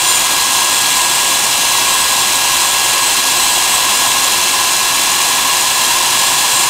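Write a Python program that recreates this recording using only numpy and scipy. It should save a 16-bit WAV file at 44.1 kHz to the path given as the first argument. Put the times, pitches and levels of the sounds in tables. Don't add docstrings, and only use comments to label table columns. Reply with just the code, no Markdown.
import sys
import numpy as np
from scipy import signal
from scipy.fft import rfft, irfft
from scipy.io import wavfile
from scipy.ndimage import map_coordinates

SR = 44100
rng = np.random.default_rng(int(sys.argv[2]) if len(sys.argv) > 2 else 0)


def store_pcm(level_fs):
    pcm = np.round(np.clip(level_fs, -1, 1) * 32767).astype(np.int16)
    wavfile.write(sys.argv[1], SR, np.atleast_2d(pcm).T)


def volts(x):
    e = np.asarray(x, float) / 20
    return 10 ** e


N = 295029
TIME = np.arange(N) / SR
HZ = np.maximum(np.arange(N // 2 + 1) * SR / N, 1)
CAMERA_RATE = 16002.26

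# time in seconds, blade tone in Hz.
BLADE_TONE = [(0, 1648), (1, 1651), (2, 1654.5), (3, 1656.5), (4, 1660), (5, 1663.5), (6.69, 1667.5)]
# multiple of the shaft speed, level in dB.
FAINT_ORDERS = [(1, -50), (2, -46), (4, -43.5), (6, -51), (7, -43), (9, -48), (13, -45), (16, -45),
                (17, -47), (20, -46)]
# time in seconds, level in dB.
AIM = [(0, -0.5), (.4, -1.3), (.8, -0.2), (3.4, -0.1), (4.2, 0.5), (4.65, -1), (5.6, -0.7), (5.85, -.3),
       (6.3, 0.7), (6.69, -0.5)]
# frequency in Hz, level in dB per Hz.
RUSH = [(20, -46), (200, -20.5), (480, -18.5), (750, -11), (1250, -14), (1500, -14.5), (1950, -13),
        (2500, -12.5), (3700, -11.5), (4500, -13), (5500, -10.5), (6700, -8.5), (7400, -9.5), (8000, -6)]
# centre in Hz, width in Hz, peak in dB per Hz.
HOUSING = [(268, 26, -13), (358, 35, -11.5), (536, 11, -10.5), (743, 62, -10.5), (1970, 32, -18),
           (2096, 60, -11.5), (2230, 25, -22.5), (2395, 170, -9.5), (2807, 250, -5.5), (3470, 49, -7),
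           (3840, 100, -7.5), (3950, 170, -8.5), (4132, 296, -4.5), (4790, 250, -11), (5030, 260, -10.5),
           (5580, 120, -10.5)]
# centre in Hz, width in Hz, peak in dB per Hz.
GRILLE = [(6324, 290, 0)]
# start in seconds, length in seconds, rise in dB.
GRILLE_SWELLS = [
    (.54, .09, 7),
    (1.3, 0.086, 7),
    (1.6, .1, 6),
    (1.85, .15, 1),
    (3.84, .06, 3),
    (4.41, 0.072, 6),
    (5.15, .06, 2.5),
]
# start in seconds, length in seconds, rise in dB, pitch shift in Hz.
EDGE_CATCHES = [(0.042, 0.1203, 9, 40), (0.163, 0.0695, 5.5, 20), (1.25, 0.301, 1, -20), (2.08, .03, 6, 12),
                (2.174, 0.0399, 5.5, 87), (3.57, 0.089, 3, 10), (3.9, .12, 4, 60.5),
                (4.23, 0.049, 4.5, 29.5), (6.157, .12, 4, 60.5), (6.359, 0.044, 6, 61), (6.5, .15, 4, 38.5)]
# start in seconds, length in seconds, rise in dB, pitch shift in Hz.
LIP_SWELLS = [(0.356, .08, 2.5, -60), (.72, .12, 5, -10), (.9, 0.43, 4, -20), (1.9, .17, 5.5, 170),
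              (2.16, 0.068, 5.5, -330), (2.331, .2, 2, 100), (2.601, .1, 5, 40), (3.019, .1, 5, 170),
              (3.38, .2, 5.5, 110), (3.699, .08, 8.5, 9.5), (4.058, 0.056, 5.5, 60.5),
              (5.98, .08, 1, 169.5), (6.194, .25, 1, -39.5), (6.504, .15, 6, -78.5)]
# centre in Hz, width in Hz, peak in dB per Hz.
BARREL = [(820, 50, -5), (945, 55, -2), (1035, 80, 0), (1090, 70, -2.5)]
# centre in Hz, width in Hz, peak in dB per Hz.
MOUTH = [(3150, 175, -2), (3350, 110, 0.5), (3450, 110, -2.5)]
# centre in Hz, width in Hz, peak in dB per Hz.
BOARD = [(1748, 180, 0)]
# centre in Hz, width in Hz, peak in dB per Hz.
RUMBLE = [(124.6, 17, -2), (144, 23, -9)]


def rms_one(x):
    return x / np.sqrt(np.mean(x ** 2))


def in_time(rows):
    seconds, values = np.transpose(rows)
    return np.interp(TIME, seconds, values)


def step(span, before, after):
    return np.interp(TIME, span, [before, after])


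def noise(power):
    spectrum = rfft(rng.standard_normal(N)) * np.sqrt(power)
    return rms_one(irfft(spectrum * (HZ < CAMERA_RATE / 2), N))


def flutter(rate_hz):
    return noise(1 / (1 + (HZ / rate_hz) ** 2) ** 2)


def resonances(modes):
    return sum(volts(2 * db) / (1 + (2 * (HZ - hz) / width) ** 2) ** 2 for hz, width, db in modes)


def swells(rows):
    ramp_s = 0.047
    total = 0
    for start, length, *values in rows:
        inside_s = np.minimum(TIME - start, start + length - TIME)
        shape = np.clip(inside_s / ramp_s + 0.5, 0, 1)
        total = total + np.outer(values, shape)
    return total


def blower():
    blades, wobble_db = 5, 0.5
    shaft_phase = 2 * np.pi * np.cumsum(in_time(BLADE_TONE) / blades) / SR
    blade_db = -28 - 0.35 * TIME + wobble_db * flutter(0.6)
    slot_db = step((0.05, 1.8), -33, -29.5) + wobble_db * flutter(0.6)
    housing_db = -30.5 + wobble_db * flutter(0.6)
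    second_db = step((0.77, 2.3), -31.5, -48)
    strong_orders = [(blades, blade_db), (8, slot_db), (3, housing_db), (2 * blades, second_db)]
    tones = 0
    for order, db in [*strong_orders, *FAINT_ORDERS]:
        order = np.round(order)
        tones = tones + np.sqrt(2) * volts(db) * np.sin(order * shaft_phase + order * order)
    return tones


def air_rush(aim_db):
    hz, db = np.transpose(RUSH)
    broad = volts(2 * np.interp(np.log(HZ), np.log(hz), db))
    level_db = -14 + 0.35 * aim_db + 0.33 * flutter(60)
    return volts(level_db) * noise(broad + resonances(HOUSING))


def barrel_roar():
    return volts(-23 + 0.1351 * TIME) * noise(resonances(BARREL))


def barrel_mouth(aim_db):
    return volts(-24 + 1.9 * aim_db) * noise(resonances(MOUTH))


def grille():
    level_db = -28.5 + swells(GRILLE_SWELLS)[0] + 0.44 * flutter(3.8)
    return volts(level_db) * noise(resonances(GRILLE))


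def gliding(steady_db, steady_hz, events, width_hz, flicker_db):
    rise_db, shift_hz = swells(events)
    db = steady_db + rise_db
    hz = steady_hz + shift_hz + 25.03 * flutter(5)
    phase = 2 * np.pi * np.cumsum(hz) / SR
    band = flutter(width_hz) * np.cos(phase) + flutter(width_hz) * np.sin(phase)
    waver = 2 * np.pi * np.cumsum(70 * flutter(60)) / SR
    tone = np.sqrt(2) * np.sin(phase + waver)
    locked = np.clip((db + 23) / 7, 0, 0.75)
    mixed = np.sqrt(1 - locked) * band + np.sqrt(locked) * tone
    return volts(db + flicker_db * flutter(29)) * mixed


def edge_whistle():
    return gliding(-24, 7050, EDGE_CATCHES, width_hz=170, flicker_db=1.0)


def lip_hiss(aim_db):
    return gliding(-25.5 + 0.9 * aim_db, 7670, LIP_SWELLS, width_hz=220, flicker_db=0.34)


def board():
    return volts(step((2.6, 5.2), -43, -33)) * noise(resonances(BOARD))


def bench():
    return volts(step((6.17, 6.1), -48.5, -41)) * noise(resonances(RUMBLE))


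def scene():
    aim_db = in_time(AIM)
    jet = air_rush(aim_db) + grille() + edge_whistle() + lip_hiss(aim_db)
    barrel = barrel_roar() + barrel_mouth(aim_db)
    return (blower() + jet + barrel + board() + bench())[None]


def band_limit(x):
    return signal.sosfilt(signal.butter(12, 16060, fs=SR, output="sos"), x)


def record(dry):
    overload, cutoff_hz, slope_hz = 0.8, 15640, 100
    ticks = np.floor(np.arange(N) * CAMERA_RATE / SR) * SR / CAMERA_RATE
    held = map_coordinates(dry[0], [ticks], order=5, mode="mirror")
    clipped = np.clip(held, -overload, overload)
    top_cut = np.clip((cutoff_hz + slope_hz - HZ) / slope_hz, 0, 1) ** 3
    mix = irfft(rfft(clipped) * top_cut, N)
    return band_limit(mix[None])


dry = scene()
out = record(dry)
store_pcm(out)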